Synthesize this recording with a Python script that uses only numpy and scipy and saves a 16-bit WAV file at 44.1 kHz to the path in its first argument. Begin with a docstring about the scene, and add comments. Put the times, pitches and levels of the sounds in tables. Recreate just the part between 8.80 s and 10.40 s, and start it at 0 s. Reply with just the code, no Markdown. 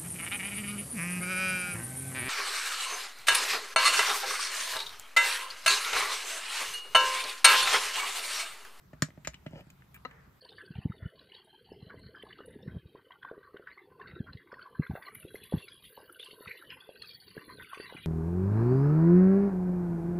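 """A low hum and hiss is heard first; then hands fold the limbs of a hollow plastic toy over a table.
Joints snap and parts tap: chatter excites the toy's modes, and a softer push makes the table top thud.
The toy's feet scrape briefly as dense grains, and a rubbing joint fizzes and rattles.
One duller double knock rings a few modes and leaves a longer echo of decaying noise in the quiet room."""
import sys
import numpy as np
from scipy import signal
from scipy.io import wavfile
from scipy.ndimage import uniform_filter1d

SR = 44100
rng = np.random.default_rng(int(sys.argv[2]) if len(sys.argv) > 2 else 0)


def log_audio(samples):
    """Write samples as a 16-bit WAV file to the path given in sys.argv[1]."""
    # one column per channel
    frames = np.atleast_2d(samples).T
    # limit to full scale, then quantise
    limited = np.clip(frames, -1, 1)
    pcm = np.round(limited * 32767).astype(np.int16)
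    wavfile.write(sys.argv[1], SR, pcm)


N = 70560


def amp(db):
    """Logarithmic level: decibels to an amplitude factor."""
    return 10 ** (np.asarray(db) / 20)


def rms_one(x):
    """Normalisation: scale to unit root mean square."""
    return x / np.sqrt(np.mean(x ** 2) + 1e-20)


def at_hz(points, hz):
    """Spectral interpolation: read a table along log frequency."""
    table = np.array(points)
    return np.interp(np.log(hz), np.log(table[:, 0]), table[:, 1])


def band(x, low_hz, high_hz):
    """Band-pass filtering: keep what lies between two frequencies."""
    sos = signal.butter(2, [low_hz, high_hz], "band", fs=SR, output="sos")
    return signal.sosfilt(sos, x)


def high_pass(x, order, hz):
    """High-pass filtering: keep what lies above a frequency."""
    return signal.sosfilt(signal.butter(order, hz, "high", fs=SR, output="sos"), x)


def drift(rate_hz):
    """Random modulation: twice low-passed noise of unit rms, made at one point per 40 samples."""
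    r = np.exp(-80 * np.pi * rate_hz / SR)
    white = rng.standard_normal(N // 40 + 2002)
    slow = signal.lfilter([1], [1, -2 * r, r * r], white)[2000:]  # filter already settled
    return np.interp(np.arange(N) / 40, np.arange(len(slow)), rms_one(slow))


def ring(clicks, hz, t60):
    """Damped resonance: a unit click starts a sine of height about 1 that falls 60 dB in t60 seconds."""
    r, w = amp(-60 / (t60 * SR)), 2 * np.pi * hz / SR
    return signal.lfilter([0, np.sin(w)], [1, -2 * r * np.cos(w), r * r], clicks + 1e-18)


def sparse_grains(length, per_s):
    """Random impact process: isolated clicks of random height at a mean rate."""
    return rng.standard_normal(length) * (rng.random(length) < per_s / SR)


def place(x, pan_db, lead_s=0):
    """Interaural cues: a level difference (positive is left) and an earlier arrival at the left."""
    left, right = x * np.ones((2, 1))
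    right = np.roll(right, round(lead_s * SR))
    return np.array([left, right]) * amp([[pan_db / 2], [-pan_db / 2]])


def add(out, s, x):
    """Superposition: mix a short sound in at a time."""
    i = int(s * SR)
    out[:, i:i + x.shape[1]] += x[:, :N - i]


# left-right likeness of diffuse noise: (frequency [Hz], correlation [-1 to 1])
LIKENESS = [(200, 0.69), (500, 0.2), (1500, 0.23), (4000, 0.25), (15000, 0.051)]


def noise(spectrum, patchy_db):
    """Partial coherence: third-octave noise mixed from sum and difference parts, with wandering levels."""
    out, edges = 0, 25 * 2 ** np.arange(0, 9.5, 1 / 3)
    white = rng.standard_normal((2, 2, N))
    for k, (low, high) in enumerate(zip(edges, edges[1:])):
        mid, side = band(white[k % 2], low, high)
        hz = np.sqrt(low * high)
        alike = np.clip(at_hz(LIKENESS, hz), -1, 1)
        stereo = np.sqrt(1 + alike) * mid + np.sqrt(1 - alike) * side * [[1], [-1]]
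        out = out + amp(at_hz(spectrum, hz) + patchy_db * drift(6.2)) * stereo
    return rms_one(out)


# shape of the noise floor: (frequency [Hz], relative level [dB per Hz])
FLOOR = [(25, -14), (157, -3), (242, -13.5), (354, -12.5), (489, -19.5), (1260, -15.5), (2480, -24),
         (7110, -35), (14800, -32.5), (16000, -36)]
# wavering low tones: (frequency [Hz], bandwidth [Hz], rms level [dB])
HUMS = [(135.7, 9.9, -65.5), (188, 20, -68.5), (69, 24, -64)]
FLOOR_DB, FLOOR_PATCHY_DB = -63.5, 2  # rms level; spread of each band's wandering


def background():
    """Stationary noise and narrow-band resonance: hiss and rumble under noise-driven hums."""
    hums = 0
    for hz, width_hz, db in HUMS:
        t60 = np.log(1000) / (np.pi * width_hz)  # a narrower resonance rings longer
        hums = hums + amp(db) * rms_one(ring(rng.standard_normal(N), hz, t60))
    return amp(FLOOR_DB) * noise(FLOOR, FLOOR_PATCHY_DB) + hums


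ROOM_DB, ROOM_T60_S, ROOM_LOW_HZ, ROOM_CUT_HZ = -14, 0.098, 300, 8300


def room(x):
    """Diffuse reverberation: convolution with dying noise, different at each ear."""
    t = np.arange(SR // 2) / SR
    tail = rng.standard_normal((2, len(t))) * amp(-60 * t / ROOM_T60_S) * (t > .002)
    tail = band(tail, ROOM_LOW_HZ, ROOM_CUT_HZ)
    tail /= np.sqrt(np.sum(tail ** 2, axis=1, keepdims=True))  # unit energy
    return amp(ROOM_DB) * signal.fftconvolve(x, tail, axes=1)[:, :N]


# colour of the knock's echo: (frequency [Hz], relative level [dB per Hz])
ECHO = [(300, -20), (469, -3), (700, -11), (1840, -6.5), (2600, -28), (5000, -60)]
ECHO_DB, ECHO_RISE_S, ECHO_T60_S = -48.5, 0.085, 0.69  # level before the rise and decay are applied
ECHO_PATCHY_DB = 2


def echo():
    """Build-up and decay of a diffuse field: the knock's tail swells and dies."""
    t = np.maximum(np.arange(N) / SR - KNOCKS[0][0], 0)
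    swell = 1 - np.exp(-t / ECHO_RISE_S)
    return amp(ECHO_DB - 60 * t / ECHO_T60_S) * swell * noise(ECHO, ECHO_PATCHY_DB)


# the toy's modes, shared by rub, scrape and contacts:
# (frequency [Hz], relative level [dB], t60 [s], before the scrape's extra damping)
TOY = [(635, 6, 0.024), (830, -1, .02), (1371, -0.5, 0.019), (1678, -5, 0.017), (1794, -3.5, 0.031),
       (2020, -1.5, 0.012), (2419, 6, 0.0091), (2962, 9.5, 0.016), (4360, 7, 0.0044), (4870, 3, 0.0059),
       (5590, 7, 0.00695), (6940, 13, 0.0083), (7510, -5.5, .007), (11730, 4.5, 0.0054),
       (13610, 3.5, 0.0069)]
PAN_DB, LEAD_S = 2.2, .00014  # toy's level difference; left lead of rub, scrape and knock
RUB_S, RUB_LENGTH_S = 1.144, 0.024
RUB_DB, RUB_LOW_HZ = -60, 8800  # fizz
RUB_RATTLE_DB, RUB_GRAINS_PER_S = -56.5, 2100


def rub():
    """Sliding friction: a joint's high fizz over a rattle of the shell's middle modes."""
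    t = np.arange(N) / SR
    fizz = rms_one(high_pass(rng.standard_normal(N), 4, RUB_LOW_HZ))
    grains = sparse_grains(N, RUB_GRAINS_PER_S)
    rattle = sum(amp(db) * band(ring(grains, hz, t60), hz / 1.2, hz * 1.2)
                 for hz, db, t60 in TOY if 1500 < hz < 2800)
    sound = amp(RUB_DB + 2 * drift(150)) * fizz + amp(RUB_RATTLE_DB) * rms_one(rattle)
    gate = 1. * (t > RUB_S) * (t < RUB_S + RUB_LENGTH_S)
    return place(sound * uniform_filter1d(gate, size=100), PAN_DB, LEAD_S)  # softened edges


# scrape's envelope: (time [s], level [dB])
SCRAPE = [(.69, -77), (0.723, -61.5), (.76, -53.5), (0.799, -52), (0.814, -59), (0.832, -68.5)]
SCRAPE_GRAINS_PER_S, SCRAPE_TILT_DB_PER_OCTAVE = 9000, -5
SCRAPE_DAMPING = 0.8  # factor on the ringing times


def scrape():
    """Stick-slip as dense impacts: small grains excite the toy's damped modes under the stroke."""
    s, level_db = np.transpose(SCRAPE)
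    grains = sparse_grains(N, SCRAPE_GRAINS_PER_S)
    body = 0
    for hz, db, t60 in TOY[:10]:
        tilt_db = SCRAPE_TILT_DB_PER_OCTAVE * np.log2(hz / 600)
        body = body + amp(db + tilt_db) * ring(grains, hz, t60 * SCRAPE_DAMPING)
    envelope = amp(np.interp(np.arange(N) / SR, s, level_db, -120, -120))
    return place(rms_one(body) * envelope, PAN_DB, LEAD_S)


# blows of the double knock: (time [s], relative strength [dB])
KNOCKS = [(1.2503, -29), (1.2543, -30)]
# modes the knock rings: (frequency [Hz], relative level [dB], t60 [s])
KNOCKED = [(256, -11, 0.073), (514, 1, 0.024), (770, -4.5, 0.023), (1030, 1, 0.022), (1282, 2.5, 0.035),
           (1920, 5, 0.016), (2800, -3.5, 0.019), (4070, -4, 0.016), (6000, -17.5, 0.011)]
KNOCK_PAN_DB = 5.5


def knock():
    """Modal excitation: two quick dull blows, each mode band-limited so that it has no click of its own."""
    clicks = np.zeros(N)
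    for s, db in KNOCKS:
        clicks[int(s * SR)] = -amp(db)
    body = sum(amp(db - 8) * band(ring(clicks, hz, t60), hz / 4, hz * 1.5) for hz, db, t60 in KNOCKED)
    return place(body, KNOCK_PAN_DB, LEAD_S)


# table top modes; the first is the deep one: (frequency [Hz], relative level [dB], t60 [s])
TABLE = [(59.7, 0, .15), (152.2, 0, 0.085), (188, -1.5, 0.044), (257.2, -3, 0.047)]
THUD_DELAY_S, THUD_SOFT_HZ, THUD_LOW_HZ = 0.002, 502, 102


def low_bodies(t):
    """Soft-contact excitation: a low-passed push rings the table's deep mode, its thud and the toy's hollow."""
    soft = np.exp(-2 * np.pi * THUD_SOFT_HZ / SR)
    delay = int(THUD_DELAY_S * SR)
    push = signal.lfilter([1], [1, -2 * soft, soft * soft], t == t[delay])
    deep = rms_one(ring(push, TABLE[0][0], TABLE[0][2]))
    thud = sum(amp(db) * ring(push, hz, t60) for hz, db, t60 in TABLE[1:])
    thud = rms_one(band(thud, THUD_LOW_HZ, 670))
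    # the hollow answers at once, without the table's delay
    hollow = sum(amp(db) * ring(push[delay:], hz, t60) for hz, db, t60 in TOY[:2])
    hollow = np.pad(rms_one(band(hollow, 466, 1200)), (0, delay))
    return deep, thud, hollow


# edges of the shell, crack and treble mode groups: [Hz]
GROUP_EDGES_HZ = [1000, 3500, 9000, 15500]
FAVOUR_DB_PER_OCTAVE = 38  # fall of shell modes away from the favoured pitch
DULLING_PER_OCTAVE = .8  # the fainter the crack against the shell, the more upper modes fall (dB per dB)


def mode_tilt_db(hz, favoured_hz, dull):
    """Spectral weighting: shell modes peak at the favoured pitch, upper modes fall by dulling."""
    if hz < GROUP_EDGES_HZ[1]:
        return -FAVOUR_DB_PER_OCTAVE * abs(np.log2(hz / favoured_hz))
    return dull * np.log2(hz / GROUP_EDGES_HZ[1])


# contacts, with levels relative to a common gain and the shell's also to its peak allowance:
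# (time [s], shell level [dB], table deep level [dB], table thud level [dB], toy hollow level [dB],
#  crack level [dB], treble level [dB], favoured shell pitch [Hz], chatter decay time [s])
CONTACTS = [(0.1315, -43, -48, -40.5, -48, -68.5, -79, 1590, 0.0081),
            (0.221, -15, -53, -19, -33.5, -24, -39.5, 1560, 0.0026),
            (0.2248, -25.5, -68, -41, -55, -39, -48, 1800, 0.0053),
            (0.285, -58, -83, -46, -54.5, -78, -74, 2190, 0.0046),
            (0.3033, -47, -67, -56, -61.5, -82, -75, 1970, 0.0039),
            (0.375, -51.5, -78, -40.5, -51.5, -78, -80, 1640, 0.0035),
            (0.4473, -30.5, -48, -49, -65, -50.5, -62.5, 2150, 0.0082),
            (0.4722, -23.5, -37.5, -37.5, -35.5, -32, -54.5, 1910, 0.0041),
            (0.5345, -45, -60, -58, -84, -70, -70, 2000, 0.003),
            (0.5419, -35.5, -64, -53, -94, -54.5, -76, 2520, 0.0034),
            (0.6601, -46, -49, -61, -52.5, -83, -73, 1300, 0.0023),
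            (0.6632, -34.5, -63, -32.5, -42, -60.5, -75, 2150, 0.0054),
            (0.7076, -60, -63, -45.5, -84, -71.5, -77, 1300, 0.0049),
            (0.7322, -52, -46, -36.5, -47.5, -87, -76, 2260, 0.0038),
            (0.757, -47, -42, -40, -51, -87, -76, 2200, 0.002),
            (0.8071, -46, -64, -45.5, -62, -73, -69, 2180, 0.0035),
            (0.8674, -63, -62, -48.5, -67.5, -76, -78, 2000, 0.003),
            (0.9012, -45.5, -67.5, -57, -80, -59, -63, 2297, 0.0038),
            (1.021, -46, -57, -71, -80.5, -89, -83, 1880, 0.0021),
            (1.1431, -45, -74, -57.5, -88, -62.5, -53, 2310, 0.0035),
            (1.1633, -45, -69, -62, -81, -90.5, -72.5, 1310, 0.0026),
            (1.1742, -52, -70.5, -69, -101, -86, -80, 2560, 0.0024),
            (1.3098, -43.5, -52.5, -58.5, -66, -70.5, -78, 2030, 0.0036),
            (1.4727, -63, -63, -51, -75, -87, -84, 1350, 0.0042)]
# the toy drifts leftward: (time [s], lead of the left microphone [s])
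LEFT_LEAD = [(.3, .00002), (.7, .00013)]
CONTACT_GAIN_DB, SHELL_PEAK_OVER_RMS_DB, THUD_PAN_DB = -17.5, 9.5, -1.5
SHELL_WIDTH = 1.36  # frequency ratio either side of the favoured pitch
CHATTER_PER_S, CHATTER_RISE_S = 5000, 0.0006
# dense small modes heard as noise: level against the distinct modes, part differing at each ear
CRUNCH_DB, CRUNCH_UNLIKE = -3, .8
CRUNCH_TAIL_DB, CRUNCH_TAIL_S = -23, 0.024  # slower second decay


def contacts():
    """Modal synthesis: dying chatter rings the toy's upper modes, a soft push its hollow and the table."""
    out, t = np.zeros((2, N)), np.arange(SR // 5) / SR
    deep, thud, hollow = low_bodies(t)
    rise = 1 - np.exp(-(t / CHATTER_RISE_S) ** 2)
    tail = amp(CRUNCH_TAIL_DB) * np.exp(-t / CRUNCH_TAIL_S)
    for (s, shell_db, deep_db, thud_db, hollow_db,
         crack_db, treble_db, favoured_hz, decay_s) in CONTACTS:
        fall = np.exp(-t / max(decay_s, 2e-4))
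        chatter = sparse_grains(len(t), CHATTER_PER_S) * rise * fall
        chatter[int(CHATTER_RISE_S * SR)] = 2  # one sure main click
        shared, *own = rng.standard_normal((3, len(t)))
        crunch = (shared + CRUNCH_UNLIKE * np.array(own)) * rise * (fall + tail)

        dull = DULLING_PER_OCTAVE * min(crack_db - shell_db + 10, 0)
        levels = shell_db - SHELL_PEAK_OVER_RMS_DB, crack_db, treble_db
        shell_span = (favoured_hz / SHELL_WIDTH, favoured_hz * SHELL_WIDTH)
        crunch_spans = [shell_span] + list(zip(GROUP_EDGES_HZ[1:], GROUP_EDGES_HZ[2:]))
        toy = amp(hollow_db) * hollow
        for low, high, span, level_db in zip(GROUP_EDGES_HZ, GROUP_EDGES_HZ[1:], crunch_spans, levels):
            modes = sum(amp(db + mode_tilt_db(hz, favoured_hz, dull)) * ring(chatter, hz, t60)
                        for hz, db, t60 in TOY if low <= hz < high)
            group = rms_one(modes) + amp(CRUNCH_DB) * rms_one(band(crunch, *span))
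            group = band(group, max(low, favoured_hz / SHELL_WIDTH ** 2), high)
            toy = toy + amp(level_db) * rms_one(group)

        lead_s = np.interp(s, *np.transpose(LEFT_LEAD))
        table = amp(thud_db) * thud + amp(deep_db) * deep
        # the table moves with opposite sign
        both = place(toy, PAN_DB, lead_s) - place(table, THUD_PAN_DB)
        add(out, s, amp(CONTACT_GAIN_DB) * both)
    return out


def scene():
    """Superposition of direct sound, reverberation, echo and background."""
    near = contacts() + knock() + scrape() + rub()
    return near + room(near) + echo() + background()


MIC_DIP, CUTOFF_HZ = .7, 16700  # share of the dip band taken out; upper limit


def record(dry):
    """Transducer response: the microphone drops the deepest bass and dips near 10 kHz; the top is cut."""
    dry = high_pass(dry, 2, 45)
    dry = dry - MIC_DIP * band(dry, 8210, 10950)
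    shelf = signal.sosfilt(signal.cheby2(8, 22, 15900, fs=SR, output="sos"), dry)
    return signal.sosfilt(signal.cheby2(14, 60, CUTOFF_HZ, fs=SR, output="sos"), shelf)


dry = scene()
out = record(dry)
log_audio(out)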